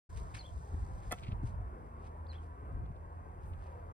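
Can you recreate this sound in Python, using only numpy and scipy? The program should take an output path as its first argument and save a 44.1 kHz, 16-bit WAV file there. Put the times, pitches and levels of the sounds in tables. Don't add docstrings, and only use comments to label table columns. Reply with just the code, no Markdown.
import sys
import numpy as np
from scipy import signal
from scipy.fft import rfft, irfft, next_fast_len
from scipy.io import wavfile
from scipy.ndimage import uniform_filter1d, map_coordinates

SR = 44100
rng = np.random.default_rng(int(sys.argv[2]) if len(sys.argv) > 2 else 0)


def wav_out(sig):
    wavfile.write(sys.argv[1], SR, np.round(np.clip(np.atleast_2d(sig).T, -1, 1) * 32767).astype(np.int16))


N = 176400
TIME = np.arange(N) / SR


def amp(db):
    return 10 ** (np.asarray(db) / 20)


def unit(x):
    return x / np.sqrt(np.mean(x ** 2) + 1e-20)


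def along(points, hz):
    f, v = np.transpose(points)
    return np.interp(np.log(hz + 1), np.log(f + 1), v)


def curves(rows, start=0):
    s, *cols = np.transpose(rows)
    return [np.interp(TIME - start, s, c) for c in cols]


def wobble(rate):
    return map_coordinates(rng.standard_normal(int(N * rate / SR) + 4), [TIME * rate])


def filtered(x, response):
    m = next_fast_len(N + SR // 2)
    return irfft(rfft(x, m) * response(np.fft.rfftfreq(m, 1 / SR)), m)[..., :N]


# (frequency [Hz], correlation [0-1])
CORRELATION = [(150, .86), (3000, .8), (6000, .78), (8500, .96)]
def noise(spectrum, tilt_db=0):
    def response(hz):
        turn = np.arccos(np.clip(along(CORRELATION, hz), -1, 1)) / 2
        return amp(along(spectrum, hz) + tilt_db * np.log2(hz + 1)) * [np.cos(turn), np.sin(turn)]
    mid, side = unit(filtered(rng.standard_normal((2, N)), response))
    return unit(np.array([mid + side, mid - side]))


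def steadied(x, window_s):
    power = uniform_filter1d(np.mean(x ** 2, 0), int(window_s * SR))
    return x / np.sqrt(np.abs(power) + 1e-6)


def patchy(x, depth_db):
    bands = signal.stft(x, nperseg=2048)[2]
    swell = uniform_filter1d(rng.standard_normal(bands.shape[1:]), size=3, axis=0)
    swell = unit(uniform_filter1d(swell, size=7, axis=1))
    return unit(signal.istft(bands * amp(depth_db * swell), nperseg=2048)[1][:, :N])


def burst(start, t60, rise_s=0.00029):
    t = np.clip(TIME - start, 0, 1)
    return (1 - np.exp(-t / rise_s)) * np.exp(-np.log(1000) * t / t60)


def scatter(x, t60):
    t = np.arange(SR // 2) / SR
    tail = rng.standard_normal((2, len(t))) * np.exp(-np.log(1000) * t / t60)
    return signal.fftconvolve(np.atleast_2d(x), tail / np.linalg.norm(tail[0]), axes=1)[:, :N]


# (frequency [Hz], level [dB])
RUSH_SPECTRUM = [(120, -34), (200, -6.5), (448, -1.5), (916, -2.5), (986, 1), (1180, -3.5), (2560, -28),
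                 (3970, -46.5), (9500, -40.5), (16000, -51)]
# (time [s], half-width [s], level [dB])
AIR_SWELLS = [(0.194, 0.056, -40.5), (0.352, 0.012, -42), (.57, 0.043, -41.5), (.8, 0.072, -40.5),
              (0.951, 0.036, -42), (1.082, 0.02, -40.5), (1.39, 0.1, -40), (1.59, 0.099, -40.5),
              (2.78, 0.1, -41), (3.53, 0.094, -44.5)]
# (frequency [Hz], level [dB])
BUFFET_SPECTRUM = [(15, -32.5), (40, -1.5), (58, 3), (85, -0.5), (115, -7.5), (170, -18), (3000, -110)]
def wind(rush_db=-54.5, calm_db=-51):
    rush = amp(rush_db + wobble(6.71)) * patchy(noise(RUSH_SPECTRUM), depth_db=2.5)
    swell_power = sum(amp(db) ** 2 * np.exp(-((TIME - s) / width) ** 2) for s, width, db in AIR_SWELLS)
    buffet = steadied(noise(BUFFET_SPECTRUM), window_s=0.076)
    return rush + np.sqrt(amp(calm_db) ** 2 + swell_power) * buffet


# (time [s], firing rate [Hz])
FIRING_RATE = [(.1, 52.33), (.8, 57.64), (1.75, 75.58), (2.1, 79.28), (2.9, 82.3)]
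# (frequency [Hz], level [dB])
EXHAUST_SPECTRUM = [(60, -68), (75, -60.5), (80, -48.5), (90, -67.5), (120, -65), (205, -66), (232, -62.5),
                    (246, -76.5)]
def engine():
    hz, = curves(FIRING_RATE)
    phase = 2 * np.pi * np.cumsum(hz * (1 + 0.0028 * wobble(8))) / SR
    return np.sqrt(2) * sum(amp(along(EXHAUST_SPECTRUM, k * hz) + 1.2 * wobble(4.53)) * np.sin(k * phase)
                            for k in (1, 2, 3))


# (time [s], level [dB])
HISS_LEVEL = [(.1, -71), (1.0, -74.5), (1.15, -68), (1.42, -88.5)]
# (frequency [Hz], level [dB])
HISS_SPECTRUM = [(1000, -14), (8000, 0), (10000, -10), (16000, -23.5)]
# (peak time [s], rise [s], fall [s], level [dB], tilt [dB/octave])
FEATHER_STROKES = [(0.176, 0.014, 0.02, -57, 0.5), (0.345, 0.0034, 0.04, -49.5, -3),
                   (1.035, 0.02, 0.027, -58.5, -6.5), (1.25, 0.073, 0.085, -73, -10),
                   (1.468, .025, 0.035, -64.5, 2), (2.072, 0.05, 0.017, -67.5, -2.5),
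                   (2.332, 0.0074, 0.035, -53.5, -6.5), (2.43, 0.024, 0.061, -76.5, 1.5),
                   (3.435, 0.013, 0.041, -73, -1.5), (3.48, 0.039, 0.075, -75, 17),
                   (3.625, 0.031, 0.12, -72, -3)]
# (frequency [Hz], level [dB])
FEATHER_SPECTRUM = [(400, -28.5), (1400, 1), (2500, 3), (3400, -2.5), (7000, -3), (9000, -4),
                    (11000, -17.5), (16000, -26.5)]
def feathers(grain_db=2.2):
    out = amp(curves(HISS_LEVEL)[0] + 0.22 * wobble(25)) * noise(HISS_SPECTRUM)
    for s, rise, fall, db, tilt_db in FEATHER_STROKES:
        below_peak_db = 10 * np.maximum((s - TIME) / rise, (TIME - s) / fall)
        out += amp(db - below_peak_db) * noise(FEATHER_SPECTRUM, tilt_db)
    return out * amp(grain_db * wobble(400))


# (time [s], level [dB])
CALLS = [(.357, -54), (2.257, -60.5)]
# (time into the call [s], pitch [Hz], relative level [dB])
CALL_SHAPE = [(0, 3000, -23), (.010, 3500, -11), (.014, 4660, -8), (.017, 4910, -43), (.029, 4850, -14),
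              (.035, 4480, -2), (.048, 4230, -1), (.062, 4030, -0.5), (.068, 3900, -29), (.078, 2980, -9),
              (.09, 3130, -3), (.108, 3480, -3), (.113, 3370, -14), (.129, 3180, -5), (.138, 3150, -30)]
# (pitch [Hz], trill depth [0-1])
TRILL_DEPTH = [(3200, 0.3), (4300, 0.1)]
def songbird(trill_hz=180, flutter_db=3.5):
    song = np.zeros(N)
    for s, call_db in CALLS:
        hz, db = curves(CALL_SHAPE, s)
        trill = along(TRILL_DEPTH, hz) * np.sin(2 * np.pi * trill_hz * TIME + 0.35 * wobble(54))
        sounding = (TIME > s) & (TIME < s + CALL_SHAPE[-1][0])
        phase = 2 * np.pi * np.cumsum(hz * (1 + 0.04 * trill + 0.0095 * wobble(180))) / SR
        gain = amp(call_db + db + flutter_db * wobble(trill_hz))
        song += sounding * gain * (1 + trill) * np.sin(phase)
    return song + amp(-7.5) * scatter(song, t60=0.19)


# (time [s], level [dB], frequency [Hz], rise and decay [s])
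AIR_PUSHES = [(.745, -28, 78, .012), (.83, -33, 60, .012), (1.291, -29, 98, .009), (1.331, -28.5, 88, .008),
              (1.437, -39, 270, .004), (1.446, -30, 100, .008), (1.604, -35, 100, .012),
              (2.76, -34, 85, .02), (2.834, -35, 92, .013), (2.905, -41, 150, .008)]
# (frequency [Hz], level [dB])
EDDY_SPECTRUM = [(60, -0.5), (160, -2), (520, -21), (4000, -105)]
def wing_puffs(eddy_db=-11, eddy_db_per_octave=7, skew_db=-1.7):
    eddies, out = noise(EDDY_SPECTRUM), 0
    for s, db, hz, decay_s in AIR_PUSHES:
        rough = amp(eddy_db + eddy_db_per_octave * np.log2(hz / 100)) * eddies
        swing = np.cos(2 * np.pi * hz * (TIME - s))
        gains = amp(db + skew_db * rng.standard_normal((2, 1)))
        out = out + gains * np.exp(-np.abs(TIME - s) / decay_s) * (rough - swing)
    return out


# (frequency [Hz], bandwidth [Hz], level [dB])
POST_MODES = [(477, 27, -5), (732, 43, 5.5), (988, 45, -9.5), (1320, 54, 4.5), (1750, 89, -4),
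              (2042, 97, -6.5), (2607, 45, -9), (3140, 45, -13.5), (3440, 63, -9.5), (4360, 150, -17.5)]
def post_ring(start, from_edge_m=0, bending_m_per_s=270):
    t = np.arange(SR // 4) / SR
    ring = 0
    for k, (hz, width, db) in enumerate(POST_MODES):
        coupling = (-1) ** k * np.cos(2 * np.pi * hz * from_edge_m / bending_m_per_s)
        ring = ring + coupling * amp(db) * width * np.exp(-np.pi * width * t) * np.sin(2 * np.pi * hz * t)
    return np.interp(TIME - start, t, 2 * ring / np.abs(ring).max(), left=0, right=0)


# (time [s], wood [dB], click [dB], distance from edge [m])
FOOTFALLS = [(1.1105, -43, -54, 0.045), (1.115, -34, -45.5, 0.06), (1.1213, -39.5, -31, 0.035),
             (1.1247, -29, -40.5, 0.0036), (1.1375, -42, -55, 0.048)]
# (frequency [Hz], level [dB])
THUD_SPECTRUM = [(170, 7), (400, -2), (700, -21.5), (1050, 3), (1550, -10), (2000, -3.5), (2600, -23.5),
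                 (12000, -50)]
# (frequency [Hz], level [dB])
CLICK_SPECTRUM = [(500, -21.5), (2000, -21), (3500, -10), (5500, -1), (10600, 0.5), (12500, -3.5),
                  (16000, -23)]
# (time [s], level [dB])
FOOT_SHIFTS = [(1.588, -49.5), (1.614, -47.5)]
def feet(pad_hz=764):
    ring = sum(amp(db) * post_ring(s, from_edge_m) for s, db, _, from_edge_m in FOOTFALLS)
    thud_envelope = sum(amp(db) * burst(s, t60=0.054) for s, db, _, _ in FOOTFALLS)
    thud = amp(-10) * noise(THUD_SPECTRUM) * thud_envelope
    click_power = sum((amp(db) * burst(s, t60=0.014)) ** 2 for s, _, db, _ in FOOTFALLS)
    click = noise(CLICK_SPECTRUM) * np.sqrt(click_power)
    shifts = sum(amp(db) * post_ring(s) for s, db in FOOT_SHIFTS)
    padded = filtered(shifts, lambda hz: 1 / (1 + 1j * hz / pad_hz - (hz / pad_hz) ** 2))
    direct = ring + thud + click + padded
    return direct + amp(-22) * scatter(direct, t60=0.16)


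# (time [s], level [dB])
SLIPS = [(1.185, -51.5), (1.2339, -50), (1.238, -53), (1.2465, -53), (1.268, -55), (1.2712, -60),
         (1.282, -52.5), (1.288, -57), (1.3197, -50.5), (2.859, -65.5), (2.962, -66), (3.535, -61)]
# (frequency [Hz], level [dB])
SCRAPE_SPECTRUM = [(800, -17.5), (2100, 5.5), (2600, 7.5), (4400, -2), (8000, -28), (16000, -45)]
def talons(drag_db=-14, drag_s=0.011):
    power = 0
    for s, db in SLIPS:
        drag_power = amp(drag_db) ** 2 * np.exp(-((TIME - s) / drag_s) ** 2)
        power = power + amp(db) ** 2 * (burst(s, t60=0.021) ** 2 + drag_power)
    return noise(SCRAPE_SPECTRUM) * np.sqrt(power)


# (frequency [Hz], level [dB])
FOLD_SPECTRUM = [(150, 8.5), (470, 7.5), (2500, -85)]
def wing_fold(at_s=1.755, width_s=0.031, db=-54.5):
    return amp(db) * np.exp(-((TIME - at_s) / width_s) ** 2 / 2) * noise(FOLD_SPECTRUM)


def arriving(x, phase):
    return filtered(x, lambda hz: np.exp(1j * np.array([[.5], [-.5]]) * along(phase, hz)))


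# (frequency [Hz], phase lead of left over right [rad])
FROM_POST = [(220, 0), (1300, 1.1), (2000, 5.6), (2600, 8.2), (4400, 8.5), (5600, 9.9), (7200, 9.1),
             (11500, 3.2), (14000, .2)]
# (frequency [Hz], phase lead of left over right [rad])
FROM_AROUND = [(250, 0), (550, 1.8), (1000, 2.4), (2300, 6), (2900, 4.8), (4400, 7.2), (5500, 4.4),
               (7300, 3), (11500, -3), (13300, -6.2)]
def scene():
    on_post = feet() + talons()
    around = feathers() + wing_fold() + wing_puffs() + wind() + engine() + songbird()
    return arriving(on_post, FROM_POST) + arriving(around, FROM_AROUND)


# (frequency [Hz], left over right [dB])
MIC_BALANCE = [(280, .2), (600, 1.6), (1300, .3), (5000, 0)]
def record(dry, start_s=0.0906, end_s=3.927, fade_s=0.0099, top_hz=15600):
    channels = filtered(dry, lambda hz: amp(np.array([[.5], [-.5]]) * along(MIC_BALANCE, hz)))
    running = np.clip(np.minimum(TIME - start_s, end_s - TIME) / fade_s, 0, 1)
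    return filtered(channels * running, lambda hz: hz < top_hz)


dry = scene()
out = record(dry)
wav_out(out)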